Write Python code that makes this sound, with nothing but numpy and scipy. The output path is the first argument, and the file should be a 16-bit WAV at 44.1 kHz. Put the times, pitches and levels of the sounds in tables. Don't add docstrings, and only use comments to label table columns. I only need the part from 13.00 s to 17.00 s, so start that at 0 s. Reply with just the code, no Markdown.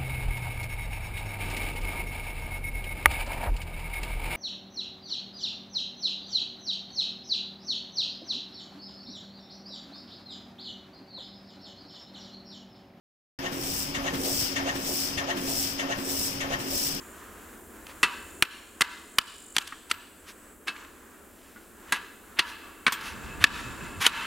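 import sys
import numpy as np
from scipy import signal
from scipy.fft import rfft, irfft
from scipy.io import wavfile

SR = 44100
rng = np.random.default_rng(int(sys.argv[2]) if len(sys.argv) > 2 else 0)


def transcribe(u):
    v = np.clip(np.atleast_2d(u).T, -1, 1)
    q = np.round(v * 32767).astype(np.int16)
    wavfile.write(sys.argv[1], SR, q)


N = 176400
TIME_S, FREQ_HZ = np.arange(N) / SR, np.maximum(np.arange(N // 2 + 1) * SR / N, 1)
FIRST_CUT_S, CYCLE_S = 0.3222, 0.6149
CUTS_S = FIRST_CUT_S + CYCLE_S * np.arange(-1, 6)

# knife, sheet, feed, flop and whine offsets in dB.
TURN_OFFSETS = [(-3, -3, 0, -5, -2.5), (-4, -2, -4.5, -3.5, -2), (-0.5, 1.2, 2, 3.5, 1.5),
                (.5, -0.5, -0.5, 0, .5), (0, 0, -1, 1, 0.5), (-0.5, -.5, -2.5, -2.5, -1),
                (-1, 0, -.5, -3, 0)]
KNIFE_TURN_DB, SHEET_TURN_DB, FEED_TURN_DB, FLOP_TURN_DB, WHINE_TURN_DB = np.array(TURN_OFFSETS).T
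# peak time, attack and decay in seconds, centre in Hz,
# spread in octaves, level in dB.
KNIFE_CONTACTS = [(0.015, 0.013, 0.032, 2900, 0.56, -32), (0.012, 0.0069, 0.031, 2000, .25, -31),
                  (0.145, 0.015, 0.013, 1890, 0.19, -32), (0.016, 0.014, 0.034, 1020, 0.65, -35.5),
                  (0.049, .018, 0.055, 960, 0.65, -33.5), (0.108, 0.0046, 0.016, 630, 0.43, -32),
                  (0.1434, 0.06, 0.018, 2760, 0.75, -32), (0.1226, 0.018, 0.092, 990, 0.64, -32),
                  (0.018, 0.02, 0.02, 6900, 0.51, -36.5), (.138, 0.047, 0.016, 6500, 0.52, -41)]
# frequency in Hz, width in Hz, level in dB re the broad response.
FRAME_MODES = [(564, 79, 10), (695, 19, 9), (854, 17, 3.5), (1086, 27, -0.5), (1350, 42, -12.5),
               (1767, 28, 3.5), (1838, 26.5, 13), (2192, 22, 8), (2745, 99, 6.5), (3120, 100, 5),
               (3490, 230, -5.5), (6180, 200, 10.5), (6790, 237, 6.5)]
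# peak time, attack and decay in seconds, pitch in Hz,
# glide in Hz per second, level in dB.
BLADE_SQUEAKS = [(.022, .012, .014, 1880, -4000, -31), (.038, .012, .020, 1600, 7, -39),
                 (0.0155, .010, .012, 3400, 14009, -38), (.136, .012, .010, 2890, 7993, -34.5),
                 (0.1507, .018, .010, 1860, -500, -29)]
# time in seconds, whine offset in dB.
DRIVE_LOAD = [(.0, -3), (.06, 3.5), (.095, 0.5), (.125, -0.5), (.185, -6), (.21, 1), (0.234, -0.5),
              (.275, 0), (.43, -2.5), (.465, -2), (.545, -8.5), (0.578, 0)]
# frequency in Hz, relative density in dB.
FEED_SPECTRUM = [(1200, -10), (2000, -16.5), (3000, -3.5), (4000, -11.5), (4700, 1), (5300, 3.5),
                 (5900, -6), (6800, -8.5), (9000, -28), (15000, -58)]
# frequency in Hz, width in Hz, added peak in dB re the broad hiss.
HISS_PEAKS = [(5165, 120, -7.5), (5630, 180, -2.5), (8000, 220, -13.5), (14950, 410, -10)]
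# centre in Hz, spread in octaves, level in dB.
SWITCHING_BANDS = [(12050, 0.021, -60), (13990, 0.0088, -60)]
# frequency in Hz, relative density in dB.
HALL_SPECTRUM = [(18, -44), (30, -22.5), (205, -5.5), (274, -7), (437, -9), (1560, -13.5), (2840, -13.5),
                 (4090, -22.5), (5440, -26), (10700, -64.5), (15000, -33.5)]
# frequency in Hz, relative density in dB.
RUMBLE_SPECTRUM = [(20, 0), (35, -1), (70, 2.5), (130, 2), (220, -2.5), (400, -20.5), (900, -23)]
# peak time, attack and decay in seconds,
# centre in Hz, spread in octaves, level in dB.
SHEET_BLOWS = [(.202, 0.017, 0.026, 213, 0.79, -35), (0.271, 0.063, 0.07, 306, 0.59, -39),
               (.345, 0.078, 0.046, 570, 0.53, -38.5), (.468, 0.017, 0.036, 108, 1.22, -42),
               (.206, 0.011, .025, 2380, .9, -37), (.315, .025, 0.029, 3800, 1.1, -37),
               (.470, 0.015, 0.12, 2200, 1.07, -42.5)]
# time in seconds, relative level in dB.
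SLIDE_ENVELOPE = [(.10, -27), (.19, -38), (.25, -12.5), (.32, -0.5), (.40, 1.5), (.47, 3), (.52, -1.5),
                  (0.579, -9.5), (.64, -22), (.72, -68)]
# frequency in Hz, relative density in dB.
SLIDE_SPECTRUM = [(880, -40), (1500, -82), (1620, -60), (2030, -49), (2750, -14), (3830, -10.5),
                  (4800, -8.5), (5190, 0.5), (5720, -2.5), (6500, -6.5), (7980, -1.5), (9230, -7.5),
                  (12100, -10), (14500, -3), (15500, -5.5)]
# frequency in Hz, left-right correlation.
STEREO_CORRELATION = [(100, 1), (300, 1), (700, 0.87), (1500, 0.4), (3000, 0.21), (12000, 0.05)]
# frequency in Hz, left minus right in dB.
PORT_BALANCE = [(60, 3), (180, 1.3), (360, -3.5), (550, -2), (1100, 4), (1800, 5.5), (2500, 6.5),
                (4000, 8.5), (5400, 11.5), (6600, -0.5), (8000, -15.5), (9000, -5.5), (10000, -8.5),
                (11500, 2.5), (13000, 5.5), (15000, 15)]


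def undb(db):
    return 10 ** (np.asarray(db) / 20)


def unit(x):
    return x / np.sqrt(np.mean(x ** 2))


def curve(points):
    hz, value = np.array(points, float).T
    return np.interp(np.log(FREQ_HZ), np.log(hz), value)


def band(hz, octaves):
    return np.exp(-0.5 * (np.log2(FREQ_HZ / hz) / octaves) ** 2)


def colour(pair, gain):
    mid, side = rfft(pair) * gain
    correlation = np.clip(curve(STEREO_CORRELATION), 0, 1)
    mid, side = mid * np.sqrt(1 + correlation), side * np.sqrt(1 - correlation)
    return unit(irfft(np.array([mid + side, mid - side]), N))


def noise():
    return rng.standard_normal((2, N))


def walk(rate_hz):
    return unit(irfft(rfft(rng.standard_normal(N)) * np.exp(-(FREQ_HZ / rate_hz) ** 2), N))


def swing(peak_s):
    return np.cos(2 * np.pi * (TIME_S - FIRST_CUT_S - peak_s) / CYCLE_S)


def blows(peak_s, attack_s, decay_s, turn_db):
    ages_s = [TIME_S - cut_s - peak_s for cut_s in CUTS_S]
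    return sum(undb(db) * np.clip(1 + age_s / attack_s, 0, 1) * np.exp(-np.maximum(age_s, 0) / decay_s)
               for age_s, db in zip(ages_s, turn_db))


def knife(fresh_share=0.35):
    frame = 1 + sum(undb(db) / (1 + 2j * (FREQ_HZ - hz) / width_hz) for hz, width_hz, db in FRAME_MODES)
    turn_sample = np.arange(N) % round(CYCLE_S * SR)
    out = 0
    for peak_s, attack_s, decay_s, hz, octaves, db in KNIFE_CONTACTS:
        repeating = noise()[:, turn_sample]
        chatter = np.sqrt(1 - fresh_share) * repeating + np.sqrt(fresh_share) * noise()
        force = blows(peak_s, attack_s, decay_s, KNIFE_TURN_DB)
        force_rms = np.sqrt(np.mean(force ** 2))
        out += undb(db) * force_rms * colour(chatter * force, frame * band(hz, octaves))
    return out


def squeaks(rough_hz=35):
    out = 0
    for peak_s, attack_s, decay_s, hz, glide_hz_per_s, db in BLADE_SQUEAKS:
        age_s = (TIME_S - FIRST_CUT_S - peak_s + CYCLE_S / 2) % CYCLE_S - CYCLE_S / 2
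        pitch_hz = hz + glide_hz_per_s * np.clip(age_s, -attack_s, 2 * decay_s) + rough_hz * walk(264)
        tone = unit(np.sin(2 * np.pi * np.cumsum(pitch_hz) / SR))
        out += undb(db) * blows(peak_s, attack_s, decay_s, KNIFE_TURN_DB) * tone
    return out


def drive(shaft_hz=91, sag_hz=0.79, wander_hz=0.39, whine_db=-39, gear_db=-46.5):
    speed_hz = shaft_hz - sag_hz * swing(peak_s=0.257) + wander_hz * walk(10.7)
    phase = 2 * np.pi * np.cumsum(speed_hz) / SR
    times_s, levels_db = np.array(DRIVE_LOAD).T
    load_db = np.interp(TIME_S - FIRST_CUT_S, times_s, levels_db, period=CYCLE_S)
    turn_db = np.interp(TIME_S, CUTS_S + CYCLE_S / 2, WHINE_TURN_DB)
    tone = unit(np.sin(3 * phase) + undb(-16) * np.sin(6 * phase))
    whine = tone * undb(whine_db + load_db + turn_db + 2 * walk(25))
    gear = np.sin(4 * phase) * undb(4.5 * swing(peak_s=0.23) + 3.9 * walk(17))
    return whine + undb(gear_db) * unit(gear)


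def hiss_peaks():
    return 1 + sum(undb(db) / (1 + (2 * (FREQ_HZ - hz) / width_hz) ** 2)
                   for hz, width_hz, db in HISS_PEAKS)


def feed(level_db=-41, peak_s=0.48, swing_db=5.5, flutter_db=0.9):
    turn_db = np.interp(TIME_S, CUTS_S + peak_s, FEED_TURN_DB)
    rub = colour(noise(), undb(curve(FEED_SPECTRUM)) * hiss_peaks())
    return rub * undb(level_db + turn_db + swing_db * swing(peak_s) + flutter_db * walk(25.8))


def whistles():
    return sum(undb(db) * colour(noise(), band(hz, octaves)) for hz, octaves, db in SWITCHING_BANDS)


def hall(steady_db=-39.5, rumble_db=-45.5):
    steady = colour(noise(), undb(curve(HALL_SPECTRUM))) * undb(steady_db + 0.1 * walk(28))
    rumble = colour(noise(), undb(curve(RUMBLE_SPECTRUM))) * undb(rumble_db + 2.8 * walk(19))
    return steady + rumble


def flops():
    out = 0
    for peak_s, attack_s, decay_s, hz, octaves, db in SHEET_BLOWS:
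        envelope = blows(peak_s, attack_s, decay_s, FLOP_TURN_DB)
        out += undb(db) * envelope * colour(noise(), band(hz, octaves))
    return out


def sheet(slap_db=-37.5, slide_db=-30, grain_db=2.5):
    slap = blows(peak_s=0.2074, attack_s=0.025, decay_s=0.045, turn_db=SHEET_TURN_DB)
    times_s, levels_db = np.array(SLIDE_ENVELOPE).T
    slide = sum(undb(np.interp(TIME_S - cut_s, times_s, levels_db, left=-100, right=-100) + turn_db)
                for cut_s, turn_db in zip(CUTS_S, SHEET_TURN_DB))
    fibres = noise() * undb(-grain_db * walk(900) + 0.53 * walk(20))
    hiss = colour(fibres, undb(curve(SLIDE_SPECTRUM)) * hiss_peaks())
    return hiss * (undb(slap_db) * slap + undb(slide_db) * slide)


def room(direct, t60_s=0.58, tail_db=-10.5):
    tail = noise() * undb(-60 * TIME_S / t60_s)
    tail /= np.sqrt(np.sum(tail ** 2, axis=1, keepdims=True))
    reverb = irfft(rfft(direct, 2 * N) * rfft(tail, 2 * N))[:, :N]
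    return direct + undb(tail_db) * reverb


def scene():
    return room(knife() + flops()) + squeaks() + sheet() + feed() + drive() + whistles() + hall()


def record(dry, left_lag_s=0.000331, start_s=0.3885, cutoff_hz=15550):
    balance_db = curve(PORT_BALANCE)
    ports = undb(np.array([balance_db, -balance_db]) / 2)
    ports /= np.sqrt(np.mean(ports ** 2, axis=0))
    lag = np.exp(-2j * np.pi * FREQ_HZ * np.array([[left_lag_s], [0]]))
    heard = irfft(rfft(dry) * ports * lag, N) * (TIME_S > start_s)
    lowpass = signal.ellip(12, 0.2, 80, cutoff_hz, fs=SR, output="sos")
    return signal.sosfilt(lowpass, heard)


dry = scene()
out = record(dry)
transcribe(out)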